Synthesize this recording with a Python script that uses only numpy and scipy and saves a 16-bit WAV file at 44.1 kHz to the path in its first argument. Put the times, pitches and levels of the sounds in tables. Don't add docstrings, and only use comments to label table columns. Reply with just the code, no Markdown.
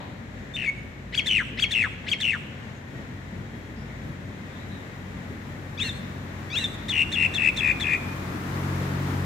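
import sys
import numpy as np
from scipy import signal
from scipy.fft import rfft, irfft, next_fast_len
from scipy.io import wavfile
from scipy.ndimage import map_coordinates

SR = 44100
rng = np.random.default_rng(int(sys.argv[2]) if len(sys.argv) > 2 else 0)


def persist_wave(psi):
    counts = np.round(np.clip(psi, -1, 1) * 32767).astype(np.int16)
    wavfile.write(sys.argv[1], SR, np.atleast_2d(counts).T)


N = 407925
JOIN_S = .0012

# f/Hz, gain/dB
BEAK = [(800, -36), (1300, -15.5), (2000, -0.5), (3600, -5), (4900, -19), (6200, -4.5), (7000, -8.5),
        (8200, -5), (9200, -24), (10500, -16), (12000, -23), (13500, -20), (15500, -42)]


def starling(breath_db=-22):
    # t/s at which the whistle locks, level/dB, f/Hz
    chips = [(1.176, -19, 3296), (1.623, -17.5, 3295), (2.115, -19.5, 3253)]
    # t/s, level/dB, f/Hz, warble rate/Hz
    slurs = [(1.271, -18, 3126, 51.9), (1.720, -19, 2950, 56.7), (2.213, -20.5, 3050, 56.6)]
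    # t/s, level/dB, f/Hz, warble length/s, warble rate/Hz
    trills = [(6.895, -16.5, 2936, 0.12, 76.3), (7.128, -17.5, 2815, .122, 76.7),
              (7.349, -17, 2730, 0.13, 74.4), (7.575, -17.5, 2617, 0.13, 74.8),
              (7.81, -18.5, 2596, .13, 74.6)]
    # t/s of the split, level/dB, rise length/s, arch length/s, arch height/Hz, closing level/dB
    mews = [(5.801, -25, .026, .06, 471, -29), (6.557, -23, .057, .052, 181, -20.5)]
    calls = (chip, chips), (slur, slurs), (trill, trills), (mew, mews)
    voice, effort = opener() + sum(call(*row) for call, rows in calls for row in rows)
    breath = unit(filtered(rng.standard_normal((2, N)), lambda hz: amp(along(BEAK, hz))))
    return voice + amp(breath_db) * effort * breath


def syrinx(start_s, hz, db, rasp, depth=0, warble_hz=0, stutter=0, narrow=4,
           jitter=.011, dip_db=36, flutter_db=5, slack_hz=2250, flap_hz=240):
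    # harmonic number, level/dB
    overtones = [(2, -20), (3, -24.5), (4, -24.5), (5, -30)]
    # f/Hz, gain/dB
    throat = [(900, -36), (1300, -11), (1900, -2.5), (3500, 2.5), (4300, -4), (5200, -10.5), (6200, -12.5),
              (7800, -21.5), (10000, -22), (15000, -46)]
    t = np.arange(len(hz)) / SR
    drift = lambda rate: wobble(rate, size=len(t))
    cycle = np.pi * warble_hz * t + .1 * drift(40)
    dive = depth * np.abs(np.cos(cycle)) ** narrow
    pinch = depth * np.abs(np.cos(cycle)) ** (narrow + 2)
    choke = 2 * stutter * depth * np.sin(cycle) ** 16
    slack = np.clip((slack_hz - hz) / 400, 0, .8)
    flap = 1 + slack * np.sin(2 * np.pi * flap_hz * t + drift(120.7))
    roughness = jitter + .05 * (depth + slack / 2)
    hz = hz * (1 - dive - choke / 10) * (1 + roughness * drift(902.4))
    gate = ramp(np.minimum(t, t[-1] - t) / JOIN_S)
    envelope = gate * flap * amp(db - dip_db * (pinch + choke) + flutter_db * depth * drift(223))
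    phase = 2 * np.pi * np.cumsum(hz) / SR
    tone = np.sin(phase)
    for k, level in overtones:
        gain = amp(level + along(BEAK, k * hz)) * (k * hz < SR / 2)
        tone += gain * np.sin(k * phase + k * drift(595) / 5)
    halves = sum(amp(along(throat, k * hz / 2) + 3 * drift(300))
                 * np.sin(k * phase / 2 + .6 * drift(500)) for k in (1, 3, 4, 5))
    voice = np.sqrt(2) * envelope * (tone + rasp * halves)
    effort = envelope * (hz / 3000) ** 5.2
    track, first = np.zeros((2, N)), round(start_s * SR)
    track[:, first:first + len(t)] = voice, effort
    return track


def glide(start_s, length_s, db, from_hz, to_hz, arch_hz=0, swell_db=0, rasp=0):
    t = clock(length_s + JOIN_S)
    u = t / t[-1]
    hz = from_hz + (to_hz - from_hz) * u + arch_hz * (1 - (2 * u - 1) ** 2)
    return syrinx(start_s, hz, db + swell_db * u - max(swell_db, 0), rasp)


def opener(s=.563, db=-27, pip_s=.026, warble_s=.112, settle_s=.028, depth=.4,
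           top_hz=3150, rest_hz=2230, sag_hz_per_s=5500, swell_db_per_s=30):
    t = clock(warble_s)
    unsettled = ramp((warble_s - t) / settle_s)
    hz = rest_hz + (top_hz - sag_hz_per_s * t - rest_hz) * unsettled
    level = db + swell_db_per_s * (t - warble_s / 2)
    pip = glide(s - pip_s, pip_s, db - 2.5, from_hz=3590, to_hz=3620, swell_db=12, rasp=.03)
    warble = syrinx(s, hz, level, rasp=.067, depth=depth * unsettled, warble_hz=62.7, stutter=.294)
    whistle = glide(s + warble_s, .024, db + 6, rest_hz, rest_hz, rasp=.0085)
    return pip + warble + whistle


def chip(s, db, pitch_hz, sweep_s=.03, squeak_s=.021, low_hz=1950, sweep_hz=1800, swell_db=19,
         length_s=.064, drop_at_s=.018, drop_s=.00453, drop_share=.34, fade_db_per_s=800):
    u = clock(sweep_s) / sweep_s
    rising_hz = low_hz + sweep_hz * u ** 3
    sweep = syrinx(s - squeak_s - sweep_s, rising_hz, db - 5 + swell_db * (u - 1), rasp=.35)
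    squeak = glide(s - squeak_s, squeak_s, db - 20.5, from_hz=4100, to_hz=4350, arch_hz=530, rasp=1)
    t = clock(length_s)
    dropped = (1 + np.tanh((t - drop_at_s) / drop_s)) / 2
    fade_db = fade_db_per_s * np.maximum(t - drop_at_s, 0)
    whistle = syrinx(s, pitch_hz * (1 - drop_share * dropped), db - fade_db, rasp=.03 + .2 * dropped)
    return sweep + squeak + whistle


def lead_in(s, db, hold_s, flick_s=.012):
    flick = glide(s - flick_s, flick_s, db - 4, from_hz=3300, to_hz=4360, swell_db=5, rasp=.75)
    return flick + glide(s, hold_s, db, from_hz=3620, to_hz=3247, arch_hz=49.7, swell_db=2, rasp=.13)


def slur(s, db, pitch_hz, warble_hz, length_s=.14, sag_hz_per_s=4500, depth=.28,
         attack_s=.01, attack_db=5, plunge_s=.06, plunge_hz=1300, fade_db=23):
    t, hold_s = clock(length_s), 1 / warble_hz
    plunge = ramp(1 - (length_s - t) / plunge_s)
    hz = pitch_hz - sag_hz_per_s * t - plunge_hz * plunge
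    level = db - attack_db * ramp(1 - t / attack_s) - fade_db * plunge ** 2.55
    onset = lead_in(s, db - 5.5, hold_s)
    return onset + syrinx(s + hold_s, hz, level, rasp=.036, depth=depth * (1 - .81 * plunge),
                          warble_hz=warble_hz, stutter=.852, narrow=9)


def mew(s, db, rise_s, arch_s, arch_hz, close_db, split_s=.032):
    rise = glide(s - rise_s, rise_s, db - 5.5, 2230, 2840, arch_hz=-64, swell_db=15, rasp=.63)
    climb = glide(s, split_s, db, from_hz=3150, to_hz=3720, arch_hz=110, swell_db=2.5, rasp=.093)
    sink = glide(s, split_s, db - 10.5, from_hz=2700, to_hz=2024, swell_db=-2, rasp=.05)
    arch = glide(s + split_s, arch_s, db - 9.5, from_hz=3830, to_hz=3740, arch_hz=arch_hz, rasp=.2)
    under = glide(s + split_s, arch_s, db=-36, from_hz=2880, to_hz=2620, swell_db=-2, rasp=.2)
    lowest = glide(s + split_s, arch_s, db=-42, from_hz=1930, to_hz=1720, swell_db=-2)
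    close = glide(s + split_s + arch_s, .023, close_db, 3680, 3420, swell_db=-13, rasp=.085)
    return rise + climb + sink + arch + under + lowest + close


def trill(s, db, pitch_hz, length_s, warble_hz, sag_hz_per_s=1300, swell_db_per_s=80,
          release_s=.023, release_db=14, depth=.38, easing_per_s=3.2):
    t, hold_s = clock(length_s), 2 / warble_hz
    release = ramp(1 - (length_s - t) / release_s)
    hz = pitch_hz - sag_hz_per_s * t
    level = db - swell_db_per_s * np.maximum(length_s - release_s - t, 0) - release_db * release ** 2
    dives = depth * np.exp(-easing_per_s * t) * (1 - .58 * release)
    onset = lead_in(s, db - 9, hold_s)
    return onset + syrinx(s + hold_s, hz, level, rasp=.027, depth=dives, warble_hz=warble_hz, narrow=4.5)


def street(bird, direct_db=-2.13, roofs_db=-18, far_db=-19, house_db=-17, house_s=.1):
    # delay/s, amplitude ratio
    walls = [
        [(.00115, .3), (.0048, .15), (.0077, .11)],
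        [(.00105, .26), (.00725, .28), (.0134, .1)],
    ]
    # f/Hz, left minus right level/dB
    balance = [(1500, 7.5), (2300, 7.2), (2800, 7), (3500, 5), (4200, -2), (6000, 3), (9000, 5.5)]
    # f/Hz, gain/dB
    facade = [(1200, -16), (2200, -5.5), (3000, -9.5), (4000, -5), (8000, 6)]
    delay = lambda hz, s: np.exp(-2j * np.pi * hz * s)
    comb = lambda hz: np.array([1 + sum(g * delay(hz, s) for s, g in side) for side in walls])
    direct = filtered(bird, lambda hz: amp(direct_db) * comb(hz) * panning(balance, hz))
    diffuse = amp(roofs_db) * tail(t60_scale=.15) + amp(far_db) * tail(t60_scale=1.13)
    scatter = signal.fftconvolve(bird, diffuse, axes=1)[:, :N]
    echo = filtered(bird, lambda hz: amp(house_db + along(facade, hz)) * delay(hz, house_s))
    return direct + scatter + echo


def tail(t60_scale):
    # f/Hz, T60/s
    decay = [(500, 0.15), (3000, 1), (10000, 0.033)]
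    hz, t, spectrum = signal.stft(rng.standard_normal((2, SR)), SR, nperseg=256)
    t60 = t60_scale * along(decay, hz)[:, None]
    ring = signal.istft(spectrum * amp(-60 * t / t60), SR, nperseg=256)[1]
    return ring / np.linalg.norm(ring[0])


def traffic(rumble_db=-37, rumble_grows=.22, road_db=-41.5, road_grows=.32,
            tyres_db=-34, tyres_grows=1.61):
    # f/Hz, relative density level/dB
    rumble_spectrum = [(20, -32), (35, -16), (52, -12.5), (72, -5), (108, 1), (150, -4.5), (195, -3),
                       (228, -0.5), (310, -10.5), (400, -13), (600, -18.5), (900, -50)]
    road_spectrum = [(240, -45), (400, -9.5), (533, -4.5), (1290, -12), (1890, -5), (2940, -17.5),
                     (3810, -18), (4690, -26.5), (7310, -26.5), (9000, -42), (11700, -48), (19800, -120)]
    tyre_spectrum = [(150, -31), (240, -5.5), (300, 3.5), (380, -6.5), (600, -8.5), (1100, -6), (1700, -11),
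                     (3000, -20.5), (6000, -26.5), (9000, -32)]
    near_db = nearness()
    rumble = amp(rumble_db + rumble_grows * near_db + 1.5 * wobble(14)) * rush(rumble_spectrum)
    road = amp(road_db + road_grows * near_db + .9 * wobble(7.4)) * rush(road_spectrum)
    tyres = amp(tyres_db + tyres_grows * near_db + .75 * wobble(9)) * rush(tyre_spectrum)
    return rumble + road + tyres


def engine(firing_hz=46.04, engine_db=-37.5, grows=.72, load_db=6, waver_db=1.5, hum_hz=56.3):
    # multiple of the firing rate, relative level/dB
    orders = [(1, -22), (2, -1), (3, -2.5), (4, -6), (5, -15), (6, -14), (7, -17), (8, -16), (9, -21)]
    # t/s, relative level/dB
    hum_levels = [(0.1, -54), (1.67, -47.5), (2.56, -64), (3.75, -47.5), (4.84, -67), (5.12, -57),
                  (6.54, -54), (7.68, -48), (9.2, -55)]
    load = step(at_s=8.45, rise_s=.18)
    db = engine_db + grows * nearness() + load_db * load
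    phase = 2 * np.pi * np.cumsum(firing_hz * (1 + .0081 * load + .004005 * wobble(8))) / SR
    exhaust = sum(amp(db + level + waver_db * wobble(5)) * np.sin(k * phase + rng.uniform(0, 2 * np.pi))
                  for k, level in orders)
    hum_db = np.interp(np.arange(N) / SR, *np.transpose(hum_levels)) + 2 + 2.5 * wobble(10)
    hum = amp(hum_db) * sine(hum_hz + 1.82 * wobble(4.4))
    return np.sqrt(2) * (exhaust + hum) * amp([[.7], [-.7]])


def nearness(closest_s=9.57, speed_m_per_s=7.7, closest_m=11.94):
    distance_m = np.hypot(closest_m, speed_m_per_s * (np.arange(N) / SR - closest_s))
    return 20 * np.log10(closest_m / distance_m)


def scuff(start_s=.0036, level_db=-41, t60=1.0):
    spectrum = [(300, -12), (750, 2), (1500, -10), (4000, -14), (7000, -48)]  # f/Hz, level/dB
    t = np.arange(N) / SR - start_s
    return (t > 0) * amp(level_db - 60 * np.abs(t) / t60) * rush(spectrum)


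def far_birds(length_s=.058, sag_share=.08, fade_db=20):
    # t/s, level/dB, f/Hz
    peeps = [(2.745, -62, 7070), (3.755, -62, 5150), (3.805, -63, 5500), (3.895, -52, 2210),
             (4.525, -57, 3650), (4.585, -56, 4020), (4.70, -55, 4000), (4.745, -60, 3800)]
    late = (clock(length_s) / length_s) ** 3
    voice = sum(syrinx(s, hz * (1 - sag_share * late), db - fade_db * late,
                       rasp=0, depth=.103, warble_hz=90.6)[0] for s, db, hz in peeps)
    return signal.fftconvolve(voice[None], tail(t60_scale=.3), axes=1)[:, :N]


def insect(pitch_hz=3250, level_db=-70, loudest_s=3.5, fade_db_per_s=4):
    db = level_db - fade_db_per_s * np.abs(np.arange(N) / SR - loudest_s)
    return amp(db + 3.4 * wobble(6.8)) * sine(pitch_hz + 18 * wobble(120))


def hiss(start_db=-84):
    # f/Hz, relative density level/dB
    spectrum = [(2000, -20), (4000, -2), (7600, 0), (8700, -4), (12000, 0), (14000, -2), (15500, -2)]
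    # t/s, rise time/s, gain/dB
    rises = [(4.35, .2, 12.5), (7.9, .35, 12.5)]
    return amp(start_db + sum(db * step(s, rise_s) for s, rise_s, db in rises)) * rush(spectrum)


def rush(spectrum):
    # f/Hz, correlation
    coherence = [(40, .98), (130, .95), (290, .88), (640, .25), (1410, -.2), (3100, 0), (15000, -.05)]
    # f/Hz, left minus right level/dB
    balance = [(60, 4), (130, 2.5), (290, 0.5), (640, 2), (1410, 7.5), (3100, 3.5), (6820, -3.5),
               (15000, 3)]
    angle = lambda hz: np.arccos(np.clip(along(coherence, hz), -1, 1)) / 2
    response = lambda hz: amp(along(spectrum, hz)) * [np.cos(angle(hz)), np.sin(angle(hz))]
    mid, side = filtered(rng.standard_normal((2, N)), response)
    return unit(filtered(np.array([mid + side, mid - side]), lambda hz: panning(balance, hz)))


def panning(balance, hz):
    return amp(np.outer([.5, -.5], along(balance, hz)))


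def filtered(x, response):
    size = next_fast_len(N + SR // 2)
    return irfft(rfft(x, size) * response(np.fft.rfftfreq(size, 1 / SR)), size)[..., :N]


def along(points, hz):
    f, values = np.transpose(points)
    return np.interp(np.log(hz + 1), np.log(f + 1), values)


def wobble(rate, size=N):
    knots = rng.standard_normal(size // 8 + 4)
    return map_coordinates(knots, [np.arange(size) * rate / SR], mode="wrap")


def sine(hz):
    return np.sin(2 * np.pi * np.cumsum(hz) / SR)


def amp(db):
    return 10 ** (np.asarray(db) / 20)


def unit(x):
    return x / np.sqrt(np.mean(x ** 2) + 1e-20)


def clock(length_s):
    return np.arange(round(max(length_s, .002) * SR)) / SR


def ramp(x):
    return np.clip(x, 0, 1)


def step(at_s, rise_s):
    return (1 + np.tanh((np.arange(N) / SR - at_s) / rise_s)) / 2


def scene():
    return street(starling()) + far_birds() + traffic() + hiss() + engine() + insect() + scuff()


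def record(dry):
    return filtered(dry, lambda hz: hz < 15600)


dry = scene()
out = record(dry)
persist_wave(out)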